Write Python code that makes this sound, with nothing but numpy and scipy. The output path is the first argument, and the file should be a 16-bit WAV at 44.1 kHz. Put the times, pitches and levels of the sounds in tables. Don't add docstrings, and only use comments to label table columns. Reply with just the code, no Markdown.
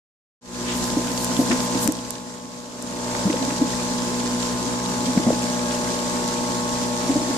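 import sys
import numpy as np
from scipy import signal
from scipy.fft import rfft, irfft, next_fast_len
from scipy.io import wavfile
from scipy.ndimage import uniform_filter1d, map_coordinates

SR = 44100
rng = np.random.default_rng(int(sys.argv[2]) if len(sys.argv) > 2 else 0)


def put_to_file(sound):
    columns = np.atleast_2d(sound).T
    safe = np.clip(columns, -1, 1)
    whole_steps = np.round(safe * 32767)
    wavfile.write(sys.argv[1], SR, whole_steps.astype(np.int16))


N = 325017
TIME = np.arange(N) / SR
START_S, FADE_IN_S = 0.41, 0.3
BOUTS_S, BOUT_WIDTH_S = 1.6 + 1.9 * np.arange(4), 0.13
SIDES = np.array([[0.5], [-0.5]])


def amp(db):
    return 10 ** (np.asarray(db) / 20)


def unit(x):
    return x / np.sqrt(np.mean(x ** 2) + 1e-20)


def along(points, hz):
    f, v = np.transpose(points)
    return np.interp(np.log(hz + 1), np.log(f + 1), v)


def curve(rows):
    return np.interp(TIME, *np.transpose(rows))


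def wobble(rate):
    knots = rng.standard_normal(int(N * rate / SR) + 4)
    return map_coordinates(knots, [TIME * rate])


def filtered(x, response):
    m = next_fast_len(x.shape[-1] + 8192)
    gain = response(np.fft.rfftfreq(m, 1 / SR))
    return irfft(rfft(x, m) * gain, m)[..., :x.shape[-1]]


def add(track, s, sound):
    part = track[..., round(s * SR):][..., :sound.shape[-1]]
    part += sound[..., :part.shape[-1]]


def swell(t, peak_s):
    u = t / peak_s
    return (u * np.exp(1 - u)) ** 2


def stereo(pair, spectrum):
    # f/Hz, correlation
    alike = [(60, 0.46), (300, 0.61), (640, 1), (1400, 0.025), (3000, 0.02), (15000, .02)]

    def response(hz):
        turn = np.arccos(np.clip(along(alike, hz), -1, 1)) / 2
        return amp(along(spectrum, hz)) * [np.cos(turn), np.sin(turn)]
    mid, side = filtered(pair, response)
    return unit(np.array([mid + side, mid - side]))


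def patchy(depth_db):
    noise = signal.stft(rng.standard_normal((2, N)), nperseg=512)[2]
    patches = uniform_filter1d(rng.standard_normal(noise.shape[1:]), size=8, axis=0)
    patches = uniform_filter1d(patches, size=5, axis=1)
    return unit(signal.istft(noise * amp(depth_db * unit(patches)), nperseg=512)[1][:, :N])


def bubbles(count, hz, spread, cycles, scatter_db, samples):
    start = rng.integers(0, N, count)
    pitch = np.clip(hz * np.exp(spread * rng.standard_normal((count, 1))), 100, SR / 3)
    strength = amp(scatter_db * np.minimum(rng.exponential(size=(count, 1)), 4))
    age = pitch * np.arange(samples) / SR
    ring = strength * np.exp(-age / cycles) * (1 - np.exp(-2 * age))
    phase = 2 * np.pi * age * (1 + 0.032 * np.minimum(age / cycles, 10))
    where = (start[:, None] + np.arange(samples)).ravel()
    mics = [np.bincount(where, (ring * np.sin(phase + offset)).ravel(), N)[:N]
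            for offset in rng.uniform(0, 2 * np.pi, (2, count, 1))]
    return unit(np.array(mics))


def loudness():
    # t/s, level/dB
    levels = [(1.05, 0), (1.84, 2), (1.91, -5.5), (2.25, -10), (2.7, -11.5), (3.1, 0), (7.36, .5)]
    return np.clip((TIME - START_S) / FADE_IN_S, 0, 1) * amp(curve(levels))


def jet():
    # f/Hz, level/dB
    hiss = [(760, -4), (1300, -4), (1620, -4), (2350, -7.5), (2860, -7.5), (3670, -5), (3940, -4),
            (5490, -2), (7420, -0.5), (8320, -6), (14000, -22.5), (14900, -49), (15500, -82)]
    # f/Hz, left over right/dB
    hiss_pan = [(60, 5), (110, 0.5), (200, 0), (380, 1), (700, 10), (1290, -6.5), (2380, -0.5), (4400, 2.5),
                (8120, -3.5), (15000, 0.5)]
    fizz = bubbles(count=5000, hz=4484, spread=0.4995, cycles=5.9, scatter_db=1.5, samples=400)
    sheet = stereo(patchy(depth_db=1.0) + amp(-12.5) * fizz, hiss)
    drops = amp(-10) * spatter(count=520, scatter_db=14)
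    flutter = amp(0.7 * wobble(14) + 0.25 * wobble(70))
    spray = filtered(sheet + drops, lambda hz: amp(along(hiss_pan, hz) * SIDES))
    air = sum(np.exp(-np.square((TIME - s) / BOUT_WIDTH_S) / 2) for s in BOUTS_S)
    return amp(-31 + 0.4 * air) * flutter * spray


def spatter(count, scatter_db):
    # f/Hz, level/dB
    spectrum = [(900, -9), (2000, -9), (4000, -3), (6500, -1), (9000, -11), (15000, -32)]
    hits = np.bincount(rng.integers(0, N, count), amp(scatter_db * rng.random(count)), N)
    burst = swell(np.arange(SR // 25) / SR, peak_s=0.0017)
    power = signal.fftconvolve(hits ** 2, burst ** 2)[:N]
    return stereo(np.sqrt(np.abs(power)) * rng.standard_normal((2, N)), spectrum)


def pool():
    # f/Hz, level/dB
    churn = [(20, -38), (44, -32), (68, -11), (100, -17), (165, -9), (205, -4), (225, -8), (255, 1),
             (335, -12), (450, -8), (640, -8), (730, -15), (1150, -12), (3000, -40)]
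    big = bubbles(count=1500, hz=330, spread=0.5, cycles=4, scatter_db=2, samples=2400)
    rumble = stereo(patchy(depth_db=1.6) + amp(-5) * big, churn)
    small = bubbles(count=1600, hz=1900, spread=0.45, cycles=6, scatter_db=3, samples=800)
    return amp(-34.5) * rumble + amp(-47) * small


def partial(phase, hz, waver_db):
    # f/Hz, left lead/rad, left over right/dB
    standing = [(120, 0, -0.5), (182, 0.42, 7.5), (254, 0.4, -1), (485, -0.98, 3.5), (606, 0.21, 0.5),
                (850, 1.3, 5), (905, 0.71, -9), (1050, 0.49, -4), (1096, 1.94, 5.5)]
    freqs, leads, pans = np.transpose(standing)
    lead = np.clip(np.interp(hz, freqs, leads), -2, 2)
    pan_db = np.interp(hz, freqs, pans)
    gain = amp(waver_db * (wobble(1.93) + 0.62 * wobble(13)) + SIDES * pan_db)
    return np.sqrt(2) * gain * np.cos(phase + SIDES * lead) / np.cos(lead / 2)


def pump():
    # t/s, stroke rate/Hz
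    speed = [(0.6, 60.62), (2.01, 60.61), (4.13, 60.83), (7.06, 60.51), (7.1, 60.7)]
    # multiple, relative level/dB
    beside_bowl = [(1, -14.5), (2, -8.5), (3, -6), (4, 1.5), (5, -20), (6, -12.5), (7, -16.5), (8, -6),
                   (9, -18), (10, -15), (11, -15), (12, -41), (13, -30), (14, -10.5), (15, -12.5),
                   (16, -16.5), (17, -7.5), (18, -19)]
    # multiple, relative level/dB
    above_bowl = [(1, -22.5), (2, -9), (3, -5.5), (4, 0.5), (5, -50), (6, -11.5), (7, -24), (8, -7.5),
                  (9, -21), (10, -6.5), (11, -13.5), (12, -62), (13, -34), (14, -6), (15, -8), (16, -20.5),
                  (17, -15.5), (18, -9.5)]
    # t/s, place (0 beside the bowl, 1 above it)
    path = [(1.0, 0), (1.6, 0.41), (3.2, 0.7), (4.5, 0.24), (6.0, 1)]
    rim_s, clear_s, rim_db = 0.72, 0.067, -0.08
    shade_db = rim_db * np.clip(1 - (TIME - rim_s) / clear_s, 0, 1)
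    phase = 2 * np.pi * np.cumsum(curve(speed) + 0.028 * wobble(9)) / SR
    place = curve(path)
    hum = np.zeros((2, N))
    for (order, beside_db), (_, above_db) in zip(beside_bowl, above_bowl):
        tone = partial(order * phase + rng.uniform(0, 2 * np.pi), order * speed[0][1], waver_db=1.37)
        hum += amp(beside_db + place * (above_db - beside_db) + order * shade_db) * tone
    return amp(-32) * hum


def motor():
    # f/Hz, relative level/dB
    drone = [(72, -55), (291, -44), (354, -43), (533, -52), (582, -42), (594, -49), (641, -52), (716, -57),
             (1213, -56), (1455, -59), (1640, -58)]
    tones = sum(amp(db) * partial(2 * np.pi * hz * TIME + 0.5 * wobble(6), hz, waver_db=3.0)
                for hz, db in drone)
    return amp(-1.8) * tones


def splashes():
    # t/s, relative level/dB, centre f/Hz, swell/s
    loudest = [(.655, -23.5, 2650, 0.042), (.840, -15.5, 5680, 0.0018), (1.176, -14.5, 4640, 0.0016),
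               (1.365, -17, 3460, 0.0022), (1.508, -15.5, 1760, 0.008), (1.602, -17, 4300, .002),
               (3.150, -12.5, 1100, 0.0014), (3.298, -21, 2000, 0.0034), (3.366, -22, 2600, .003),
               (3.499, -21, 1520, 0.0054), (3.981, -20, 4000, .003), (4.425, -17.5, 3800, .003),
               (5.052, -18.5, 4400, 0.0086), (5.707, -22, 2500, 0.0036)]
    count, gain = 16, loudness()
    starts = rng.integers(round((START_S + FADE_IN_S) * SR), N, count)
    lesser = [(i / SR, -21.5 + 20 * np.log10(gain[i]) + 2 * strength, 3930 * np.exp(0.25 * pitch), 0.0026)
              for i, (strength, pitch) in zip(starts, rng.standard_normal((count, 2)))]
    half_width = 0.56
    out, t = np.zeros((2, N)), np.arange(SR // 3) / SR
    for s, db, centre, swell_s in list(loudest) + lesser:
        band = lambda hz: 1 / (1 + (np.log((hz + 1) / centre) / half_width) ** 4)
        slap = swell(t, swell_s) * unit(filtered(rng.standard_normal((2, len(t))), band))
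        ping = swell(t, peak_s=0.003) * np.sin(2 * np.pi * centre * t + rng.uniform(0, 2, (2, 1)))
        add(out, s, amp(db - 8) * (slap + amp(-9) * ping))
    return out


def rubbing():
    # peak t/s, level/dB, build-up/s
    rubs = [(.775, -34.5, 0.057), (.875, -38, .05), (1.24, -34, .2), (1.41, -32, 0.079), (1.65, -41, .16),
            (1.835, -25, .05)]
    # f/Hz, level/dB
    skin = [(1000, -31), (4000, -10), (8000, 4), (13000, -1), (15500, -11)]
    release_s = 0.023
    strokes = sum(amp(db) * np.exp(-np.maximum(2 * (s - TIME) / build_s, (TIME - s) / release_s))
                  for s, db, build_s in rubs)
    grip = amp(-55.5) * (TIME > rubs[0][0]) * (TIME < rubs[-1][0])
    roughness = amp(1.1 * wobble(150))
    return (strokes + grip) * roughness * stereo(patchy(depth_db=2.0), skin)


def ticks():
    # t/s, relative level/dB, left over right/dB
    hits = [(1.2448, -9.5, 13), (1.875, -3.5, 13), (1.921, -13, -16), (2.105, -11, -17),
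            (2.8234, -13.5, 2.5), (2.909, -25, 1)]
    # f/Hz, level/dB, t60/s
    modes = [(6000, -9, 0.0085), (7230, -1.5, 0.0049), (8600, -5.5, 0.0042), (10200, -3, 0.0027),
             (12800, -11, 0.0032)]
    out, t = np.zeros((2, N)), np.arange(SR // 50) / SR
    for s, db, pan_db in hits:
        ring = sum(amp(mode_db - 60 * t / t60) * np.sin(2 * np.pi * hz * t + rng.uniform(0, 2 * np.pi))
                   for hz, mode_db, t60 in modes)
        crack = 0.36 * amp(-60 * t / 0.0036) * rng.standard_normal((2, len(t)))
        add(out, s + 0.00132, amp(db - 5.5 + SIDES * pan_db) * (ring + crack))
    return out


def glugs():
    # t/s, relative level/dB, f/Hz, swell/s
    big = [(0.967, -10, 278, 0.0053), (1.39, -6.5, 256, 0.0053), (1.495, -14, 242.7, .025),
           (1.75, -12.5, 260, 0.0056), (1.855, -14.5, 211, 0.0088), (1.884, -10, 277, 0.0058),
           (3.253, -11.5, 198, 0.0087), (3.296, -12, 304, .0055), (3.337, -16, 492, 0.0038),
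           (3.395, -19, 253, 0.016), (3.612, -9.5, 273.6, 0.0076), (5.064, -17, 250, 0.017),
           (5.173, -6, 228, 0.004), (5.263, -10, 227, 0.01), (5.304, -7.5, 523, 0.0016),
           (7.092, -11, 272, 0.0097), (7.155, -11.5, 284, 0.0066), (7.289, -17, 279, 0.012)]
    # f/Hz, level/dB
    gurgle = [(30, -32), (110, -9), (200, 2), (400, -5), (700, -1), (900, -28), (2000, -21), (5000, -74)]
    trailing = [(s + 0.02, db - 9, 293, 0.0049) for s, db, _, _ in big]
    small = [(s + BOUT_WIDTH_S * when, -22 + 2 * strength, 245 * np.exp(0.2 * pitch), 0.0077)
             for s in BOUTS_S for when, strength, pitch in rng.standard_normal((3, 3))]
    tone, burst, t = np.zeros(N), np.zeros(N), np.arange(SR // 5) / SR
    for s, db, hz, swell_s in list(big) + trailing + small:
        shape = amp(db) * np.tanh(2 * swell(t, swell_s))
        pitch = hz * (1 + 0.04 * np.tanh(t / swell_s - 1))
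        add(tone, s, shape * np.sin(2 * np.pi * np.cumsum(pitch) / SR))
        add(burst, s, shape)
    return amp(-1.5) * tone + amp(-15.5) * burst * stereo(rng.standard_normal((2, N)), gurgle)


def room(x):
    # f/Hz, t60/s
    tiles = [(200, 0.26), (2000, 0.61), (10000, 0.099)]
    hz, t, noise = signal.stft(rng.standard_normal((2, SR // 3)), SR, nperseg=256)
    decay = amp(-60 * t / along(tiles, hz)[:, None])
    tail = signal.istft(noise * decay, SR, nperseg=256)[1]
    return signal.fftconvolve(x, tail / np.linalg.norm(tail[0]), axes=1)[:, :N]


def scene():
    steady = loudness() * (jet() + pool() + pump() + motor())
    spurts = glugs() + splashes()
    echo = amp(-16) * room(spurts)
    return steady + spurts + echo + rubbing() + ticks()


def record(dry):
    top_hz = 14900
    return filtered(dry, lambda hz: 1 / (1 + (hz / top_hz) ** 120))


dry = scene()
out = record(dry)
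put_to_file(out)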